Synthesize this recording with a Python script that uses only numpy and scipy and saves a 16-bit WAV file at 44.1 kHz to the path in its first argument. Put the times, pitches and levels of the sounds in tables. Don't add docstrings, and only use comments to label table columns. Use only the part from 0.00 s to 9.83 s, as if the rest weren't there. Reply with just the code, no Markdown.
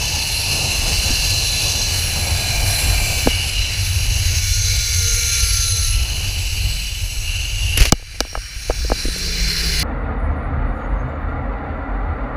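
import sys
import numpy as np
from scipy import signal
from scipy.fft import rfft, irfft
from scipy.io import wavfile
from scipy.ndimage import uniform_filter1d

SR = 44100
rng = np.random.default_rng(int(sys.argv[2]) if len(sys.argv) > 2 else 0)


def to_wav(s):
    ch = np.atleast_2d(s).T
    pcm = np.round(np.clip(ch, -1, 1) * 32767)
    wavfile.write(sys.argv[1], SR, pcm.astype(np.int16))


N = 433503

# (time [s], level [dB])
ROLLING_LEVEL = [(0.0, -21.5), (1.12, -19), (2.4, -22.5), (2.77, -20), (3.74, -22.5), (4.3, -21.5),
                 (4.9, -20), (5.32, -18.5), (5.85, -21.5), (6.5, -21), (7.11, -23), (7.76, -23)]
# (pitch [Hz], width before widening [Hz], level within the part [dB])
FRAME_PARTS = [
    [(1640, 435, -6), (2030, 770, -6), (2350, 240, 0.5)],
    [(2730, 240, 0.5), (2913, 120, 2.5), (2555, 330, -2)],
    [(3482, 89, -7.5), (4034, 168, -2), (4225, 94, -1), (4620, 350, -4.5), (5206, 260, -7)],
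    [(5616, 150, 3.5), (6214, 680, 0.5), (6720, 300, -12)],
    [(7420, 440, 4), (8280, 190, 0.5), (8650, 500, 1), (7130, 250, 0)],
    [(10670, 830, 11.5), (8750, 1800, -15), (12460, 390, 3.5), (13200, 730, 1), (15500, 1300, -1.5)],
]
# (pitch [Hz], width [Hz], depth [dB])
ROLLING_DIPS = [(3250, 200, -10), (3730, 160, -9), (5350, 150, -6), (5900, 110, -8)]


def rolling(flicker_db, swell_db):
    out = 0
    wobble_db = flicker_db * drift(40)
    shakes = rng.standard_normal((2, N))
    for share_db, modes in zip(facing(), FRAME_PARTS):
        part = 0
        for k, (hz, width_hz, db) in enumerate(sorted(modes)):
            ring = narrow(shakes[k % 2], hz, 1.5 * width_hz)
            part = part + from_db(db + swell_db * drift(2.4)) * ring
        out = out + from_db(share_db + wobble_db) * rms_one(part)
    for hz, width_hz, depth_db in ROLLING_DIPS:
        out = out - (1 - from_db(depth_db)) * resonance(out, hz, width_hz)
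    return from_db(*in_time(ROLLING_LEVEL)) * out


# (time [s], then level [dB] of strap, plates, axles, wheels, clip, rims, wind flutter, wind rush, wind hiss)
RIDER_TURNS = [(0, -15, -7.5, -3.5, -5.5, -13, -10.5, 0, 1.5, -1),
               (1.9, -11, -6.5, -6, -6, -11, -8, 3.5, 0.5, -3),
               (2.63, -11, -8, -6, -7, -10, -6, 1.5, 0, -2.5),
               (3.28, -11, -6.5, -6, -7, -14.5, -12.5, 0.5, 0.5, -3.5),
               (3.8, -13, -8, -6, -5.5, -17, -10, 3.5, 0.5, -4.5),
               (4.419, -13.5, -12, -4, -4.5, -14, -10, 1, -5.5, -10),
               (5.93, -18.5, -8, -9.5, -11.5, -19, -13.5, -3, 1, -4),
               (6.85, -17.5, -8.5, -10, -11, -20, -14.5, -3, -1, -5),
               (7.9, -4, -6, -2, -5.5, -15, -12, -7, 1, -6),
               (8.75, -5.5, -11, -0.5, -7, -13.5, -13, -12.5, 0.5, -10.5)]
TURN_S = 0.11


def facing():
    s, *columns = np.transpose(RIDER_TURNS)
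    held = np.searchsorted(s[1:], np.arange(N) / SR)
    return [uniform_filter1d(c[held], size=int(TURN_S * SR), mode="nearest") for c in columns]


# (time [s], strands per second [Hz])
STRAND_RATE = [(.8, 873), (1.5, 858), (2.2, 830), (2.5, 812), (2.9, 801), (3.2, 765), (4.3, 748),
               (4.5, 726), (5.1, 705), (5.8, 676), (6.3, 660)]
# (pitch [Hz], width [Hz], level [dB])
WHINE_RESONANCES = [(1390, 108, -40.5), (1617, 73, -41), (1715, 75, -48), (2135, 80, -44), (2350, 155, -30),
                    (2637, 60, -35)]
# (from [s], to [s])
WHINE_SILENT = [(1, 0.73), (3.5, 4.15), (6.15, 11)]
WHINE_FADE_S = 0.17


def whine(waver_hz):
    t = np.arange(N) / SR
    per_s = in_time(STRAND_RATE)[0] + waver_hz * drift(32.4)
    heard = np.ones(N)
    for start, end in WHINE_SILENT:
        heard = heard * np.clip(np.maximum(start - t, t - end) / WHINE_FADE_S, 0, 1)
    out = 0
    for multiple in range(2, 5):
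        hz = multiple * per_s
        through = 0
        for peak_hz, width_hz, db in WHINE_RESONANCES:
            through = through + from_db(db) / (1 + (2 * (hz - peak_hz) / width_hz) ** 2)
        out = out + through * tone(hz, 0, waver_db=1.5)
    return heard * out


# (start time [s], end time [s], pitch [Hz], width of each of two passes [Hz], level when fully fed [dB])
SINGING_RESONANCES = [(-.2, 0.56, 870, 130, -38.5), (.1, 1.47, 2750, 149, -29.5),
                      (.9, 3.18, 4100, 199, -30.5), (2.1, 3.3, 696, 200, -37.5),
                      (2.45, 2.7, 2390, 120, -33.5), (3.24, 3.7, 2875, 200, -28),
                      (4.3, 5.7, 2287, 146.4, -36.5), (4.45, 5.95, 463, 70, -47.5),
                      (6.6, 6.9, 162, 40, -44), (4.45, 5.95, 6200, 350, -26.5), (5.402, 6, 10780, 400, -29),
                      (6.2, 7.9, 7810, 260, -43.5), (7.2, 7.87, 2805, 200, -29),
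                      (7.9, 9.8, 5600, 200, -29.5), (8.95, 9.9, 417, 120, -40),
                      (9.3, 10.2, 1044, 50.3, -55), (9.55, 10, 725, 40, -52), (8, 10.5, 14700, 700, -45),
                      (7.95, 9.3, 9150, 900, -36.5), (9.098, 9.9, 4180, 121.1, -30),
                      (9.3, 10, 2070, 250, -35.5)]


def singing(edge, waver_db):
    out, t = 0, np.arange(N) / SR
    for start, end, hz, width_hz, db in SINGING_RESONANCES:
        fed = np.clip(np.minimum(t - start, end - t) / (edge * (end - start)), 0, 1)
        ring = rms_one(narrow(rng.standard_normal(N), hz, width_hz))
        out = out + from_db(db + waver_db * drift(3.3)) * fed * ring
    return out


DROP_S, DROP_DB, PAUSE_S, RECOVER_DB_PER_S = 7.9, -17.5, 0.11, 11


def riding_level():
    since = np.arange(N) / SR - DROP_S
    return (since > 0) * (DROP_DB + RECOVER_DB_PER_S * np.maximum(since - PAUSE_S, 0))


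# (time [s], scrape level before trim [dB], ring of the rims before trim [dB])
BRAKE_SLIPS = [(7.7732, -4.5, -1), (7.776, -17, -8), (7.7983, -6, -20), (7.804, -4.5, -6),
               (7.8164, -4, -12), (7.825, -5.5, -8), (7.8534, 1, -6)]
# (pitch [Hz], relative level per hertz [dB])
BLOCK_COLOUR = [(240, -4), (400, -5.5), (1120, -12), (2920, 2), (3250, -9), (4350, -5), (6380, -7),
                (7670, -16.5), (10400, -16.5), (15500, -24)]
# (pitch [Hz], relative level per hertz [dB])
RIM_COLOUR = [(6000, -30), (8500, -5), (11000, 5), (13000, -9), (15500, -8)]
STEADY_RUB = (7.775, -13.5, 1)
SLIP_T60_S = 0.049


def brake(chatter_db, lift_s):
    slips = [(s, db, SLIP_T60_S) for s, db, _ in BRAKE_SLIPS]
    rim_rings = [(s, db, 0.49 * SLIP_T60_S) for s, _, db in BRAKE_SLIPS]
    scrape = bursts(slips + [STEADY_RUB], BLOCK_COLOUR, trim_db=-11.5)
    rims = bursts(rim_rings, RIM_COLOUR, trim_db=-13.0)
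    touching = np.clip((lift_s - np.arange(N) / SR) / 0.01, 0, 1)
    return touching * from_db(chatter_db * drift(150)) * (scrape + rims)


# (time [s], level before its decay [dB], pitch [Hz], where minus swings the other way)
HARNESS_JOLTS = [(7.744, -17, 59), (7.781, -6.5, -58), (7.805, -9, 67), (7.809, 0, -39.5), (7.872, -13, 60),
                 (7.9248, -2.5, -150), (7.93, -13, 32.5), (8.562, -20, 49)]


def jolts():
    out, t = np.zeros(N), np.arange(SR // 8) / SR
    for s, db, hz in HARNESS_JOLTS:
        dying = np.exp(-(0.93 * abs(hz) * t) ** 3)
        add(out, s, from_db(db) * np.sin(2 * np.pi * hz * t) * dying)
    return out


# (time [s], peak of the ring [dB], centre of the blow [Hz], spread [octaves], thud level before decay [dB])
BLOWS = [(1.104, -16.5, 250, .5, -8), (3.260, -13, 252, 0.44, -22), (3.271, 1.5, 398, 1.28, -7),
         (7.923, 0, 300, 2.8, -3), (7.995, -37, 500, .6, -40), (8.024, -33.5, 640, 0.79, -24),
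         (8.142, -37, 500, 0.65, -42), (8.156, -38, 500, .6, -40), (8.2045, -7.5, 700, 1.8, -19),
         (8.249, -25.5, 600, 1.1, -44), (8.268, -37, 500, 0.56, -42), (8.328, -28, 496, .66, -42),
         (8.352, -9, 1246, 0.94, -26), (8.374, -21.5, 700, 1.1, -12), (8.697, -4.5, 526, 0.49, -7),
         (8.705, -11.5, 895, 0.81, -39), (8.847, -20.5, 404, 0.39, -15), (8.899, -12.5, 497, 1.3, -32),
         (8.917, -3.5, 550, 1.2, -7), (9.052, -13.5, 327, 0.53, -13), (9.082, -17.5, 325, 0.53, -7),
         (9.160, -24, 450, 0.48, -28), (9.279, -28, 420, .43, -34), (9.4, -29, 480, 0.27, -28),
         (9.471, -30, 600, 0.43, -19)]
# (pitch [Hz], time to fade 60 dB before damping [s])
HOUSING_MODES = [(240, 0.05), (330, 0.037), (480, 0.04), (640, 0.033), (800, 0.032), (1050, 0.015),
                 (1290, 0.024), (1650, 0.024), (2300, 0.025), (2900, 0.05)]
DAMPING = 1.3


def knocks(contact_s, thud_hz):
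    out, t = np.zeros(N), np.arange(SR // 6) / SR
    luck = rng.normal(0, 2.25, (len(BLOWS), len(HOUSING_MODES)))
    for (s, db, centre_hz, octaves, thud_db), luck_db in zip(BLOWS, luck):
        ring = 0
        for k, ((hz, t60), own_db) in enumerate(zip(HOUSING_MODES, luck_db)):
            away = np.log2(hz / centre_hz) / octaves
            swing = (-1) ** k * np.sin(2 * np.pi * hz * t)
            ring = ring + from_db(own_db - 4.1 * away ** 2) * swing * fading(t, t60 / DAMPING)
        ring = ring * (1 - np.exp(-t / contact_s))
        thud = np.sin(2 * np.pi * thud_hz * t) * fading(t, 0.1)
        add(out, s, from_db(db) * ring / np.abs(ring).max() + from_db(thud_db) * thud)
    return out


# (time [s], level before trim [dB], time to fade 60 dB [s])
METAL_CRACKS = [(7.9221, 10.5, 0.011), (8.2045, 1.5, 0.012)]
# (pitch [Hz], relative level per hertz [dB])
STEEL_COLOUR = [(1200, 1), (3000, -7), (5000, 6.5), (7000, -5), (15500, -24)]


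def cracks():
    return bursts(METAL_CRACKS, STEEL_COLOUR, trim_db=-5.0)


# (time [s], level before trim [dB], time to fade 60 dB [s])
TREBLE_TICKS = [(3.51, -26, 0.025), (8.897, -25, 0.023), (9.18, -22, .04), (9.53, -20, 0.034),
                (9.797, -11, 0.022)]


def ticks():
    return bursts(TREBLE_TICKS, RIM_COLOUR, trim_db=-7)


# (multiple of its pitch [-], level added to the hum's own [dB])
HUM_TONES = [(1, 0.5), (2, -16)]
HUM_S, HUM_HZ, HUM_SAG_HZ_PER_S2 = 9.08, 181, 50
HUM_DB, HUM_GROWS_DB_PER_S = -41, 13.5


def hum():
    since = np.maximum(np.arange(N) / SR - HUM_S, 0)
    hz = HUM_HZ - HUM_SAG_HZ_PER_S2 * since ** 2
    level_db = HUM_DB + HUM_GROWS_DB_PER_S * since
    tones = sum(tone(int(multiple) * hz, level_db + db, waver_db=1.5) for multiple, db in HUM_TONES)
    return np.clip(since / 0.033, 0, 1) * tones


# (time [s], level of buffeting and flutter [dB], level of rush and hiss [dB])
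WIND_LEVEL = [(0.0, -28, -38.5), (0.74, -26.5, -32), (1.37, -25, -36.5), (2.16, -27.5, -31.5),
              (3.26, -22.5, -33.5), (3.75, -26.5, -40), (4.3, -22, -38), (4.7, -21, -39), (5.3, -26, -40.5),
              (5.97, -19.5, -40.5), (6.27, -22.5, -38), (6.95, -25.5, -44.5), (7.45, -25.5, -43),
              (7.8, -20.5, -41.5), (7.97, -34, -56), (8.6, -35, -49.5), (8.8, -22.5, -40), (9.2, -24, -39),
              (9.83, -19.5, -35)]
# (pitch [Hz], relative level per hertz [dB])
BUFFET_COLOUR = [(18, -4), (30, -2.5), (50, 3), (65, -4.5), (110, -45)]
FLUTTER_COLOUR = [(45, -33), (65, 2.5), (95, 7.5), (115, -4.5), (150, -23), (250, -57.5)]
RUSH_COLOUR = [(90, -14.5), (130, 1), (180, -9), (280, -14.5), (420, -17.5), (650, -56)]
HISS_COLOUR = [(250, -22), (450, 4), (800, 5.5), (1100, -1), (1500, -11), (2200, -32)]


def wind(lumpy_db, gust_db):
    low_db, high_db = in_time(WIND_LEVEL)
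    flutter_db, rush_db, hiss_db = facing()[-3:]
    eddies_db = lumpy_db * drift(7.4)
    buffeting = from_db(low_db + gust_db * drift(3.5)) * noise(BUFFET_COLOUR)
    flutter = from_db(low_db + flutter_db + 0.5 * eddies_db) * noise(FLUTTER_COLOUR)
    rush = from_db(high_db + rush_db + eddies_db) * noise(RUSH_COLOUR)
    hiss = from_db(high_db + hiss_db + 1.15 * eddies_db) * noise(HISS_COLOUR)
    return buffeting + flutter + rush + hiss


def bursts(events, spectrum, trim_db):
    envelope, t = np.zeros(N), np.arange(SR // 4) / SR
    for s, db, t60 in events:
        add(envelope, s, from_db(db + trim_db) * fading(t, t60))
    return envelope * noise(spectrum)


def tone(hz, db, waver_db):
    level = np.sqrt(2) * from_db(db + waver_db * drift(3.3))
    return level * np.sin(2 * np.pi * np.cumsum(hz) / SR)


def noise(spectrum):
    hz, db = np.transpose(spectrum)
    grid = np.log(np.fft.rfftfreq(N, 1 / SR) + 1)
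    shape = from_db(np.interp(grid, np.log(hz), db, left=-99, right=-99))
    return rms_one(irfft(rfft(rng.standard_normal(N)) * shape, N))


def resonance(x, hz, width_hz):
    r = np.exp(-np.pi * width_hz / SR)
    feed = np.array([1, 0, -1]) * (1 - r * r) / 2
    return signal.lfilter(feed, [1, -2 * r * np.cos(2 * np.pi * hz / SR), r * r], x)


def narrow(x, hz, width_hz):
    return resonance(resonance(x, hz, width_hz), hz, width_hz)


def drift(rate_hz):
    r = np.exp(-80 * np.pi * rate_hz / SR)
    steps = rng.standard_normal(N // 40 + 2002)
    slow = signal.lfilter([1], [1, -2 * r, r * r], steps)[2000:]
    return np.interp(np.arange(N) / 40, np.arange(len(slow)), rms_one(slow))


def in_time(rows):
    s, *columns = np.transpose(rows)
    return [np.interp(np.arange(N) / SR, s, c) for c in columns]


def fading(t, t60):
    return from_db(-60 * t / t60)


def from_db(db):
    return 10 ** (np.asarray(db) / 20)


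def rms_one(x):
    return x / np.sqrt(np.mean(x ** 2) + 1e-20)


def add(out, s, sound):
    at = round(s * SR)
    out[at:at + len(sound)] += sound[:N - at]


def scene():
    wheels = rolling(flicker_db=0.72, swell_db=1.6) + whine(waver_hz=3.04) + singing(edge=0.13, waver_db=2.2)
    braking = brake(chatter_db=2.0, lift_s=7.908) + jolts()
    hits = knocks(contact_s=0.00076, thud_hz=43.6) + cracks() + ticks()
    background = hum() + wind(lumpy_db=1.5, gust_db=2.0)
    return (from_db(riding_level()) * wheels + braking + hits + background)[None]


CUTOFF_HZ = 15250


def record(dry):
    squeezed = dry / (1 + np.abs(dry) ** 6) ** (1 / 6)
    low_pass = signal.ellip(12, .3, 70, CUTOFF_HZ, fs=SR, output="sos")
    return signal.sosfilt(low_pass, squeezed)


dry = scene()
out = record(dry)
to_wav(out)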